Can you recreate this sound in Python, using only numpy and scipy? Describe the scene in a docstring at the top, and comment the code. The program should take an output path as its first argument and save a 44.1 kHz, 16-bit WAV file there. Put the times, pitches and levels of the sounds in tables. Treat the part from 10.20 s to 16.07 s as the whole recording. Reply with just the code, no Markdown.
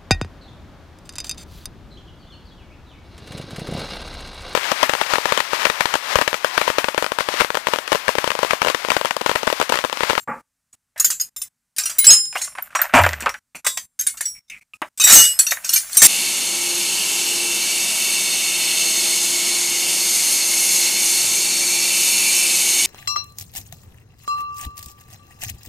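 """Rummaging through steel tools

A hand sets down a wooden block, then rummages through steel wrenches and a plastic tray of sockets on a garage floor.
Clinks are decaying sine modes plus chatter of the pile; the block, knocks and thumps are noise bursts through
resonances; the tray grinds with coloured grit and dragged sockets squeal in gliding bands.
A small mono microphone gates the quiet moments and overloads on the loudest clinks."""
import sys
import numpy as np
from scipy import signal
from scipy.fft import rfft, irfft
from scipy.io import wavfile
from scipy.ndimage import minimum_filter1d

SR = 44100
rng = np.random.default_rng(int(sys.argv[2]) if len(sys.argv) > 2 else 0)


def wrap_up_sound(samples):
    """Save the sound to the file named by the first command line argument, as 16-bit audio."""
    columns = np.atleast_2d(samples).T
    # keep every value between -1 and 1, then stretch to whole-number steps
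    tamed = np.clip(columns, -1, 1)
    steps = np.round(tamed * 32767).astype(np.int16)
    wavfile.write(sys.argv[1], SR, steps)


N = 258867

# knocks on tray and floor: start_s, level_db, body_pitch_hz, t60_s
KNOCK_EVENTS = [(0.756, -30, 617, 0.065), (0.76, -25, 1780, 0.27), (0.9, -20, 1440, 0.066),
                (1.577, -25.5, 2560, 0.5), (1.692, -22.5, 1310, 0.16), (1.872, -9, 2840, 0.27),
                (1.902, -25, 2650, 0.05), (2.127, -16, 2640, 0.03), (2.155, -3, 825, 0.062),
                (2.212, -18, 2000, 0.057), (2.276, -15.5, 1185, 0.028), (2.352, -15, 1080, 0.033),
                (2.374, -22, 1570, 0.089), (2.385, -4, 896, 0.039), (2.423, -22, 1300, 0.019),
                (2.473, -26.5, 1505, 0.031), (2.502, -25, 1300, 0.041), (2.526, -26.5, 1200, 0.045),
                (2.551, 2, 1110, 0.074), (2.591, -8.5, 1490, 0.18), (2.616, -8, 1500, 0.038),
                (2.64, -8.5, 780, 0.08), (2.655, -12.5, 1820, 0.027), (2.694, -19.5, 1480, 0.085),
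                (2.738, 9, 820, 0.16), (2.764, -5, 850, 0.29), (2.787, 9, 630, 0.066),
                (2.837, 5.5, 1650, 0.043), (2.849, -3, 1500, 0.039), (2.864, 9.5, 750, 0.025),
                (2.891, 2.5, 1820, 0.017), (2.933, 0.5, 1750, 0.027), (3.007, -9, 1670, 0.035),
                (3.024, -8, 2550, 0.033), (3.037, -12.5, 800, 0.071), (3.0603, 3, 1090, 0.078),
                (3.093, -3.5, 1816, 0.023), (3.142, -10.5, 1600, 0.052), (3.347, -23, 2430, 0.15),
                (3.445, -18.5, 1224, 0.13), (3.466, 0.5, 1905, 0.045), (3.573, -9.5, 2510, 0.042),
                (3.94, -35.5, 1100, 0.13), (4.007, -16.5, 1742, 0.061), (4.618, -2, 742, 0.074),
                (4.865, -8, 1750, 0.44), (4.897, -5, 1790, 0.042), (5.319, -4.5, 1800, 0.065),
                (5.37, -14.5, 1740, 0.047), (5.44, -21, 2500, 0.11), (5.771, -17, 940, 0.017),
                (5.819, -4, 2180, 0.18)]
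# colour of the plastic tray: freq_hz, relative_level_db
TRAY_COLOUR = [(150, -66), (250, -27.5), (379, -36.5), (480, -12.5), (595, 4.5), (886, 2.5), (1190, 5),
               (1440, 6.5), (2640, 4.5), (4370, -16), (6860, -20.5), (15800, -35.5)]
# colour of garage air and microphone noise: freq_hz, relative_level_db
HUSH_COLOUR = [(15, -33), (25, 0.5), (268, -8.5), (307, -22), (436, -22), (1550, -16), (3390, -22),
               (8250, -14.5), (15800, -25)]


def amp(db):
    """Amplitude factor of a level in dB."""
    return 10 ** (np.asarray(db) / 20)


def rms_one(x):
    """Scale to rms 1."""
    return x / np.sqrt(np.mean(x ** 2) + 1e-20)


def coloured(x, spectrum):
    """Minimum-phase filter with the given (Hz, dB) shape: nothing sounds early."""
    hz, db = np.transpose(spectrum)
    grid_hz = np.maximum(np.arange(1025) * SR / 2048, 1)
    log_gain = np.log(amp(np.interp(np.log(grid_hz), np.log(hz), db)))
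    cepstrum = irfft(log_gain)
    # fold the cepstrum onto positive time
    cepstrum[1:1024] *= 2
    cepstrum[1025:] = 0
    impulse = irfft(np.exp(rfft(cepstrum)))
    return signal.fftconvolve(x, impulse)[:N]


def resonance(x, hz, width_hz):
    """Two-pole band-pass with gain 1 on top."""
    r = np.exp(-np.pi * width_hz / SR)
    zeros = np.array([1, 0, -1]) * (1 - r * r) / 2
    poles = [1, -2 * r * np.cos(2 * np.pi * hz / SR), r * r]
    return signal.lfilter(zeros, poles, x)


def add(out, start_s, x):
    """Mix x into out from start_s."""
    i = round(start_s * SR)
    out[i:i + len(x)] += x[:N - i]


def decay(t60_s, count):
    """Exponential fall over count samples."""
    return amp(-60 * np.arange(count) / SR / t60_s)


def grains(per_s, spread_db):
    """Random contacts of uneven size and sign."""
    sizes = amp(spread_db * np.minimum(rng.exponential(1, N), 5))
    sizes = sizes * rng.choice([-1, 1], N)
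    return sizes * (rng.random(N) < per_s / SR) + 1e-18


def struck(start_s, level_db, favoured_hz, grip, chance):
    """The heap in reach rings in all its modes, most near the pitch that the blow favours, then is cut short."""
    # one row of modes per heap, in the order reached: mode_hz
    heap_modes = [(6570, 7473, 9050, 9502, 11586, 13621), (6808, 7940, 9431),
                  (5083, 6690, 7270, 9292, 9455, 12039, 13170, 14856), (5019, 6647, 9379, 13178),
                  (3657, 5289, 6274, 7297, 9496, 10829, 11653, 12050, 14030, 14853),
                  (4453, 5006, 5811, 1588, 8956, 9438, 9649, 10746, 3058, 15331),
                  (2151, 3052, 4001, 5823, 7064, 7699, 9642, 10520, 10770, 14355, 14580, 15346),
                  (2600, 5123, 7700, 9642, 10539), (3068, 3661, 4016, 6571, 6726, 7244, 8969),
                  (4272, 5504, 6558, 7298, 8510, 8951, 9331, 9492, 4010, 11103, 4650, 2050),
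                  (7294, 9493, 13425), (3780, 5733, 7450, 7692, 8244, 8500), (13502,), (7345, 11018, 14219),
                  (5439, 5750, 5924, 13502), (7127,),
                  (1050, 3458, 3784, 4909, 5702, 7449, 7708, 7947, 8494, 8804, 9492, 11077, 13762),
                  (6419, 10671, 11607, 13794), (2181, 3700, 7453, 9300, 9458),
                  (5505, 5723, 7459, 7842, 8497, 9002, 10669, 15131), (2186, 3660, 5131, 6266, 9342),
                  (1251, 2509, 2705), (2538, 3779, 6239, 7451, 9488, 10442, 11648),
                  (5726, 6726, 7698, 8494, 10664, 12358),
                  (5152, 6575, 7247, 7696, 8426, 11280, 11701, 12361, 12669),
                  (2900, 5700, 6254, 6726, 7930, 13785, 15207),
                  (4347, 7248, 7703, 7930, 8886, 10556, 11812),
                  (1764, 2692, 3648, 4396, 5733, 6245, 7461, 9491, 11270, 12690, 13770),
                  (2906, 4322, 5556, 6283, 7621, 9489, 10758, 11792, 12679, 13288, 15223),
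                  (3797, 5707, 6256, 7463, 7684, 8550, 9494, 10673, 11268, 11627, 13761, 15199)]
    # the same modes: level_db, t60_s
    heap_rings = [
        [(2.5, 0.12), (7.5, 0.2), (2, 0.11), (1.5, 0.19), (1, 0.15), (8.5, 0.16)],
        [(1.5, 0.044), (-8, 0.15), (-16, 0.15)],
        [(3.5, 0.061), (4.5, 0.14), (2.5, 0.079), (-3, 0.1), (4.5, 0.093), (-1.5, 0.13), (-1, 0.15),
         (-6, 0.089)],
        [(-4, 0.13), (5, 0.062), (-16, 0.24), (-5, 0.14)],
        [(-9.5, 0.11), (1, 0.069), (-14.5, 0.38), (-1, 0.15), (-5, 0.2), (-10, 0.15), (-10, 0.082), (-7, 0.14),
         (-10, 0.13), (-8, 0.2)],
        [(-16.5, 0.12), (-2.5, 0.27), (0, 0.38), (-17, 0.67), (-14.5, 0.87), (5.5, 0.16), (-9, 0.08),
         (-7, 0.24), (-11.5, 0.35), (1, 0.12)],
        [(-16, 1.6), (-22, 1), (-7, 0.79), (-3.5, 0.045), (-8.5, 0.18), (-1, 0.15), (-2, 1.4), (-12.5, 0.34),
         (7.5, 0.14), (1, 0.13), (-3, 0.042), (8.5, 0.12)],
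        [(-25, 0.12), (-3, 0.44), (0, 0.16), (-22.5, 0.56), (-18.5, 0.38)],
        [(-23, 0.35), (-6.5, 0.062), (-8.5, 0.073), (2, 0.15), (-19, 0.12), (-15.5, 0.72), (-10, 0.32)],
        [(-3.5, 0.14), (-7.5, 0.4), (5, 0.15), (-7, 0.27), (4, 0.14), (-26.5, 0.41), (-13, 0.88), (1, 0.22),
         (-17.5, 0.21), (-17, 0.9), (-23.5, 0.21), (-15.5, 0.26)],
        [(-20, 0.36), (-18, 0.58), (7, 0.087)],
        [(-12.5, 0.75), (10, 0.31), (-14.5, 0.15), (0.5, 0.24), (-6, 0.11), (9.5, 0.31)],
        [(0, 0.12)],
        [(-10.5, 0.085), (-6.5, 0.19), (-4.5, 0.52)],
        [(0, 0.091), (-19, 0.81), (-8, 0.13), (-16, 0.075)],
        [(0, 0.066)],
        [(-9.5, 0.41), (1.5, 0.24), (-2, 0.3), (-13, 0.31), (0.5, 0.23), (-6.5, 0.6), (-1.5, 0.42), (-7, 0.155),
         (-16.5, 0.19), (-15, 0.13), (-12, 0.88), (2.5, 0.16), (-9, 0.22)],
        [(1, 0.14), (-13.5, 0.29), (-5, 0.17), (-17, 0.284)],
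        [(-18.5, 0.31), (-8, 0.07), (-11, 0.19), (5.5, 0.1), (-3, 0.17)],
        [(-10, 0.68), (-2.5, 0.27), (-23, 0.2), (-7, 0.23), (-25, 0.23), (-24, 0.43), (-11, 0.34), (-20, 0.47)],
        [(-3.5, 0.15), (4, 0.08), (-8.5, 0.21), (4, 0.074), (-14, 0.37)],
        [(-8, 0.091), (-3, 0.13), (8, 0.036)],
        [(0.5, 0.24), (-5, 6.1), (6, 0.078), (-18, 1.1), (-20, 0.53), (-21, 0.31), (-17, 0.029)],
        [(1, 0.28), (-12.5, 0.074), (3.5, 0.24), (-26, 0.46), (-19, 0.84), (4.5, 0.18)],
        [(-18.5, 0.71), (2, 0.23), (-2, 0.17), (-1, 0.23), (0, 0.39), (-4.5, 0.46), (-5, 0.45), (-2.5, 0.19),
         (-5, 0.34)],
        [(-2.5, 0.56), (-4.5, 0.29), (9, 0.17), (-3, 0.19), (-0.5, 0.98), (3.5, 0.11), (9.5, 0.096)],
        [(-3, 0.15), (-19, 0.068), (5.5, 0.14), (-17, 0.58), (-8, 0.44), (-5, 0.22), (-6, 0.2)],
        [(-14, 0.17), (7.5, 0.063), (-8.5, 0.34), (-1, 0.27), (8.5, 0.097), (1.5, 0.2), (-24, 0.53),
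         (-22.5, 2.2), (-11, 0.84), (-5.5, 0.48), (-21, 0.7)],
        [(-8, 0.12), (-0.5, 0.13), (-3, 0.15), (7, 0.078), (-13, 0.19), (-2, 0.27), (-13, 0.66), (-10.5, 0.32),
         (2.5, 0.088), (-11, 0.061), (-17, 0.52)],
        [(-14, 0.98), (-1, 0.53), (-2, 4), (0, 0.43), (2, 0.06), (11, 0.083), (-1, 0.27), (0.5, 0.38),
         (-7.5, 0.38), (6.5, 0.14), (-4, 0.13), (8.5, 0.086)],
    ]
    # the hand reaches each heap; its ringing is cut short at its end time, by touch or by the gate:
    # reached_s, ring_end_s
    handled = [(-1, .2), (.5, .56), (.7, 1.0), (.99, 1.08), (1.16, 1.28), (1.5, 1.8), (1.78, 1.87),
               (1.86, 2.5), (1.9, 2.5), (2.17, 2.5), (2.38, 2.55), (2.54, 2.68), (2.61, 2.72), (2.76, 3.02),
               (3.06, 3.19), (3.3, 3.41), (3.44, 3.79), (3.78, 3.87), (3.86, 4.05), (4.04, 4.4),
               (4.27, 4.41), (4.5, 4.57), (4.76, 4.92), (4.83, 4.95), (4.92, 5.19), (4.95, 5.125),
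               (5.18, 5.3), (5.26, 5.45), (5.44, 5.76), (5.74, 6)]
    stagger_s, attack_s = 0.0008, 0.0014

    reached_s, ring_end_s = np.transpose(handled)
    heap = np.searchsorted(reached_s, start_s) - 1
    hz = np.ravel(heap_modes[heap])
    mode_db, t60_s = np.transpose(heap_rings[heap])
    level_chance, phase_chance, beat_chance = chance[:, :len(hz)]

    octaves_off = np.minimum(np.abs(np.log2(hz / favoured_hz)), .35)
    strength = amp(mode_db - 14 * octaves_off + 0.76 * level_chance)
    t60_s = t60_s * np.clip(grip, .1, 3)
    free_s = max(ring_end_s[heap] - start_s, .02)
    t = np.arange(int(SR * min(t60_s.max(), free_s + 0.083))) / SR

    rings = np.sin(2 * np.pi * hz[:, None] * t + 2 * phase_chance[:, None])
    rings *= amp(-60 * t / t60_s[:, None])
    # each mode throbs as it dies; long rings stay purer
    throb_depth = np.minimum(.5, 0.12 / t60_s[:, None])
    throb = np.sin(2 * np.pi * 45 * beat_chance[:, None] * t + 2 * level_chance[:, None])
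    rings *= 1 + throb_depth * throb
    # the pieces are not all hit at once
    late_s = stagger_s * np.abs(phase_chance[:, None])
    rings *= 1 - np.exp(-np.maximum(t - late_s, 0) / attack_s)

    cut = amp(-1200 * np.maximum(t - free_s, 0))   # dB per s
    return amp(level_db) * cut * ((strength / np.sum(strength)) @ rings)


def clinks():
    """Ringing modes for every clink, and how hard clinks and knocks stir the pile."""
    # steel on steel: start_s, ring_level_db, favoured_pitch_hz, crack_level_db, ring_time_left_by_grip (factor)
    clink_events = [(0.526, -30.5, 6850, -41, 0.85), (0.7777, -39, 3520, -23, 0.8),
                    (0.798, 5, 6510, -8, 0.67), (0.8444, 5, 7800, -4, 1), (0.903, -2, 6660, -6, 0.42),
                    (0.9982, -8, 6640, -15, 1), (1.0106, -0.5, 13700, -41, 0.46),
                    (1.163, -13, 14000, -26, 0.97), (1.2167, -3, 9580, -22, 0.4),
                    (1.564, -22, 9000, -23.5, 0.98), (1.5832, -20, 7900, -3, 0.27),
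                    (1.6356, -3.5, 5860, -23, 0.083), (1.6557, -0.5, 9440, -11.5, 0.26),
                    (1.697, -22, 5820, -15.5, 0.83), (1.7838, 6.5, 14200, -12, 1),
                    (1.844, -4, 7660, -3, 0.66), (1.8677, 12, 7960, -3.5, 1), (1.9044, 13.5, 6440, 4, 0.69),
                    (1.9294, 5.5, 6500, -19, 0.38), (2.052, -9.5, 6600, -33, 0.15),
                    (2.178, -20, 3440, -27, 1), (2.216, -5.5, 6930, -15, 0.86),
                    (2.2436, -3.5, 6630, -25, 0.2), (2.423, -13, 13660, -52, 0.41),
                    (2.5538, -16, 6140, -14.5, 0.62), (2.616, 11.5, 13500, -16, 0.15),
                    (2.8113, -21.5, 11000, -33, 0.99), (3.005, -44, 7650, -20, 0.63),
                    (3.0922, -15, 5400, -26.5, 0.33), (3.352, -37, 8660, -23, 0.72),
                    (3.447, -14.5, 5650, -17.5, 0.96), (3.465, -8.5, 7930, -3, 0.89),
                    (3.5741, -4.5, 5810, -16.5, 0.11), (3.791, -9, 6280, -11.5, 0.76),
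                    (3.8095, 4, 6400, -18, 0.11), (3.867, -2, 9330, -7, 0.77),
                    (3.9717, -37, 7530, -20.5, 0.6), (4.008, 8.5, 9300, -10.5, 0.15),
                    (4.054, -9.5, 7850, -21.5, 0.76), (4.2797, -27.5, 5530, -43, 0.32),
                    (4.298, -14, 6260, -37, 0.36), (4.534, -18.5, 4350, -44.5, 0.6),
                    (4.775, -41.5, 6210, -20, 0.88), (4.7988, -3, 6370, -5.5, 1),
                    (4.8124, 0, 6250, -4.5, 0.89), (4.838, 4.5, 7800, -2, 0.83),
                    (4.8742, -9, 3830, -1, 0.85), (4.8994, -7, 7710, -1.5, 0.87), (4.9247, 17, 8050, 1, 1),
                    (4.9556, 14, 6000, -22, 1), (5, 3, 8200, -29, 0.54), (5.19, 4.5, 7600, 0, 0.81),
                    (5.2661, -1.5, 5700, -11, 0.64), (5.3078, 6, 6140, -6.5, 0.22),
                    (5.446, -15.5, 5600, -14.5, 1), (5.492, 6, 5590, -7.5, 0.24),
                    (5.526, -7, 7860, -9, 0.57), (5.5347, 3, 12600, -7, 1), (5.559, 3.5, 6450, -6, 0.57),
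                    (5.575, 1.5, 6300, -41, 0.35), (5.73, -1.5, 9450, -43, 0.21),
                    (5.745, -7, 8500, -32, 0.25), (5.7688, 13, 8350, -9.5, 0.51),
                    (5.8187, 14, 6550, 10.5, 0.99), (5.8447, 20, 7700, 4, 0.63)]
    first_ring_db, first_chatter_db = -31, -36.5
    tick_db, tick_t60_s = -27, 0.01

    rings, stir = np.zeros(N), np.zeros(N)
    chance = rng.standard_normal((len(clink_events) + 1, 3, 16))
    # the contact itself, then chatter that dies within moments
    contact = decay(0.0013, count=5000) + 0.32 * decay(0.11, count=5000)
    # steel already sounds at the start
    add(rings, 0, struck(0, first_ring_db, 7600, 1.6, chance[-1]))
    add(stir, 0, amp(first_chatter_db) * contact)
    for (start_s, level_db, hz, crack_db, grip), event_chance in zip(clink_events, chance):
        add(rings, start_s, struck(start_s, level_db, hz, grip, event_chance))
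        add(stir, start_s, amp(crack_db) * contact)
    # the hard edge of each knock jolts the steel
    for start_s, level_db, *_ in KNOCK_EVENTS:
        add(stir, start_s, amp(level_db + tick_db) * decay(tick_t60_s, count=1000))
    return rings, stir


def sliding():
    """Tools slide over one another: how hard they stir the pile, and the gritty grind of the tray."""
    # level curves: time_s, steel_rattle_db, tray_grind_db
    slide_levels = [(1.55, -77.5, -71), (1.6, -51, -57), (1.95, -43, -41.5), (2.1, -65, -70),
                    (2.17, -33, -35.5), (2.3, -61, -58), (2.722, -71, -48.5), (2.75, -18.5, -15.5),
                    (2.9, -66.5, -34.5), (3.179, -61, -58.5), (3.22, -76.5, -99.5), (4.76, -61.5, -88),
                    (4.92, -6.5, -19.5), (5.05, -16.5, -54), (5.17, -47, -51.5), (5.4, -55, -45),
                    (5.47, -35.5, -50), (5.66, -39, -49), (5.87, -16, -38)]
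    time_s, rattle_db, grind_db = np.transpose(slide_levels)
    t = np.arange(N) / SR
    rattle = amp(np.interp(t, time_s, rattle_db))
    grit = rms_one(coloured(grains(per_s=1400, spread_db=4.5), TRAY_COLOUR))
    return rattle, amp(np.interp(t, time_s, grind_db)) * grit


def pile(stir):
    """Tiny contacts, as strong as the stirring, dealt to the many modes of the whole pile."""
    # colour of the contacts: freq_hz, relative_level_db
    crack_colour = [(88, -59.5), (150, -8), (217, 0.5), (382, -37), (954, -13.5), (1550, -13),
                    (3250, -10.5), (7820, 1.5), (10100, -6.5), (15800, -9)]
    loose_width_hz, loose_db = 8.8, 12   # width at 9 kHz

    # pieces bounce, so the chatter comes in lumps
    jolts = resonance(rng.standard_normal(N), hz=70.6, width_hz=130)
    stir = stir * amp(3.0 * rms_one(jolts))
    contacts = stir * rms_one(coloured(grains(per_s=11000, spread_db=1.5), crack_colour))

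    # short modes: every 11 ms other pieces may touch
    short_hz = np.geomspace(1500, 15300, 64) * (1 + 0.012 * rng.standard_normal(64))
    short_turn = np.repeat(rng.integers(0, 4, N // 500 + 1), 500)[:N]
    short = np.zeros(N)
    for k, hz in enumerate(short_hz):
        dealt = contacts * (short_turn == k % 4) + 1e-18
        short += resonance(dealt, hz, width_hz=0.008 * hz + 15)

    # loose pieces ring on, the high ones longest
    loose_hz = np.linspace(1200, 15400, 100) * (1 + 0.01 * rng.standard_normal(100))
    loose_turn = np.repeat(rng.integers(0, 10, N // 900 + 1), 900)[:N]
    loose = np.zeros(N)
    for k, hz in enumerate(loose_hz):
        dealt = contacts * (loose_turn == k % 10) + 1e-18
        loose += resonance(dealt, hz, loose_width_hz * 9000 / hz)
    return amp(loose_db) * loose + 2.39 * short + 0.15 * contacts


def air():
    """Garage air: steady coloured noise, ahead of the gate."""
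    air_db = -58.5
    return amp(air_db) * rms_one(coloured(rng.standard_normal(N), HUSH_COLOUR))


def garage(x):
    """Diffuse echoes: noise that dies away, starting a few ms late."""
    t60_s, level_db = 0.15, -13.5
    tail = rng.standard_normal(SR // 2) * decay(t60_s, count=SR // 2)
    tail[:300] = 0
    tail /= np.sqrt(np.sum(tail ** 2))
    return amp(level_db) * signal.fftconvolve(x, tail)[:N]


def thud():
    """A wooden block lands: a rough low-passed push rumbles in its resonances."""
    # the landing: level_db, t60_s, build_up_t60_s
    landing = (-12.5, 0.22, 0.1)
    # resonances of the block: freq_hz, relative_level_db
    block_modes = [(258, -0.5), (522, 0), (690, -6.5), (877, 5.5), (1160, 6.5), (1290, -13), (1550, -17),
                   (1920, -26.5)]
    start_s, width_hz = .072, 78

    level_db, t60_s, build_s = landing
    push = rng.standard_normal(12000)
    push *= decay(t60_s, count=12000) - decay(build_s, count=12000)
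    push = signal.sosfilt(signal.butter(10, 2400, fs=SR, output="sos"), push)
    block = sum(amp(mode_db) * 4 * resonance(push, hz, width_hz) for hz, mode_db in block_modes)
    out = np.zeros(N)
    add(out, start_s, amp(level_db) * block)
    return out


def knocks():
    """Bursts of grit through the body pitch of each knock on plastic or floor."""
    edge = 7   # first touch, against grit of rms 1
    top_ratio = 3.7   # low-pass edge over body pitch
    body = np.zeros(N)
    grit = rms_one(coloured(grains(per_s=4000, spread_db=3.5), TRAY_COLOUR))
    for start_s, level_db, hz, t60_s in KNOCK_EVENTS:
        i = round(start_s * SR)
        # soft plastic: the push builds up
        push = decay(t60_s, count=6000) - decay(0.009, count=6000)
        burst = grit[i:i + 6000] * push[:N - i]
        burst[0] += edge
        # twice: little leaks above the body
        tuned = resonance(resonance(burst, hz, width_hz=700), hz, width_hz=700)
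        band = signal.butter(2, [400, top_ratio * hz], "band", fs=SR, output="sos")
        dull = signal.sosfilt(band, burst)
        add(body, start_s, amp(level_db) * (0.18 * dull + 0.42 * tuned))
    return body


def thumps():
    """The shoved tray rocks on the floor: resonant noise, plus a sinking tone in the lowest thumps."""
    # start_s, level_db, pitch_hz, t60_s
    thump_events = [(0.848, -37, 197, 0.2), (1.864, -25, 147, 0.38), (2.738, -3.5, 235, 0.13),
                    (2.749, -17, 108.4, 0.18), (2.797, -15.5, 94, 0.55), (3.023, -27, 221.4, 0.095),
                    (3.062, -15, 553, 0.078), (3.346, -32.5, 225, 0.11), (4.618, -24.5, 324, 0.045),
                    (4.899, -26.5, 151.3, 0.52), (5.82, -16.5, 160, 0.28)]
    sag_hz_per_s = 110
    body = np.zeros(N)
    shake, t = rng.standard_normal(N), np.arange(15000) / SR
    for start_s, level_db, hz, t60_s in thump_events:
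        rough = 12 * resonance(shake[round(start_s * SR):][:15000], hz, width_hz=0.29 * hz)
        fall = decay(min(t60_s, .7), count=15000)
        tone = np.sin(2 * np.pi * (hz - sag_hz_per_s * t / 2) * t)
        tone *= (1 - np.exp(-t / 0.0039)) * (hz < 125)
        mixed = tone[:len(rough)] + .5 * rough
        add(body, start_s, amp(level_db) * fall[:len(rough)] * mixed)
    return body


def drag():
    """Sockets dragged over the tray squeal: narrow bands of grit that glide in pitch."""
    # start_s, length_s, from_hz, to_hz, width_hz, level_db
    drag_events = [(2.15, .055, 2200, 3600, 300, -27), (4.148, .07, 2300, 2200, 300, -48),
                   (4.297, .09, 2500, 2250, 500, -34), (4.402, .04, 2350, 2250, 300, -44)]
    out = np.zeros(N)
    grit = grains(per_s=12000, spread_db=0.0)
    for start_s, length_s, from_hz, to_hz, width_hz, level_db in drag_events:
        t = np.arange(int(length_s * SR)) / SR
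        low_pass = signal.butter(2, width_hz / 2, fs=SR, output="sos")
        rough = rms_one(signal.sosfilt(low_pass, grit[round(start_s * SR):][:len(t)]))
        mean_hz = from_hz + (to_hz - from_hz) * t / length_s / 2   # averaged since the start
        glide = np.sin(2 * np.pi * mean_hz * t)
        shape = np.sqrt(np.interp(t / length_s, [0, .15, 1], [0, 1, 0]))
        add(out, start_s, amp(level_db) * shape * rough * glide)
    return out


def scene():
    """All sources, with the garage around them, alike in both channels."""
    rings, stir = clinks()
    rattle, grind = sliding()
    near = rings + pile(stir + rattle) + grind + thud() + knocks() + thumps() + drag()
    return np.tile(near + garage(near) + air(), (2, 1))


def record(dry):
    """A gate holds briefly, then turns quiet sound far down; peaks clip, the top is cut."""
    gate_db, gate_slope_db_per_db, gate_depth_db = -43, 6.1, 22.5
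    hush_db = -80   # before the low cut
    cutoff_hz = 16200

    r = np.exp(-1 / (0.0038 * SR))   # 3.8 ms level smoothing
    power = signal.lfilter([1 - r], [1, -r], dry[0] ** 2, zi=[np.mean(dry[0, :200] ** 2)])[0]
    level_db = 10 * np.log10(power + 1e-12)
    # running maximum holds the gate open for 18 ms
    held_db = -minimum_filter1d(-level_db, size=801, origin=400)
    gain = amp(np.clip((held_db - gate_db) * gate_slope_db_per_db, -gate_depth_db, 0))

    # noise behind the gate
    hush = amp(hush_db) * rms_one(coloured(rng.standard_normal(N), HUSH_COLOUR))
    hush = signal.lfilter(*signal.butter(1, 150, "high", fs=SR), hush)
    clipped = np.clip(dry * gain + hush, -.82, .82)
    return signal.sosfilt(signal.cheby2(14, 55, cutoff_hz, fs=SR, output="sos"), clipped)


dry = scene()
out = record(dry)
wrap_up_sound(out)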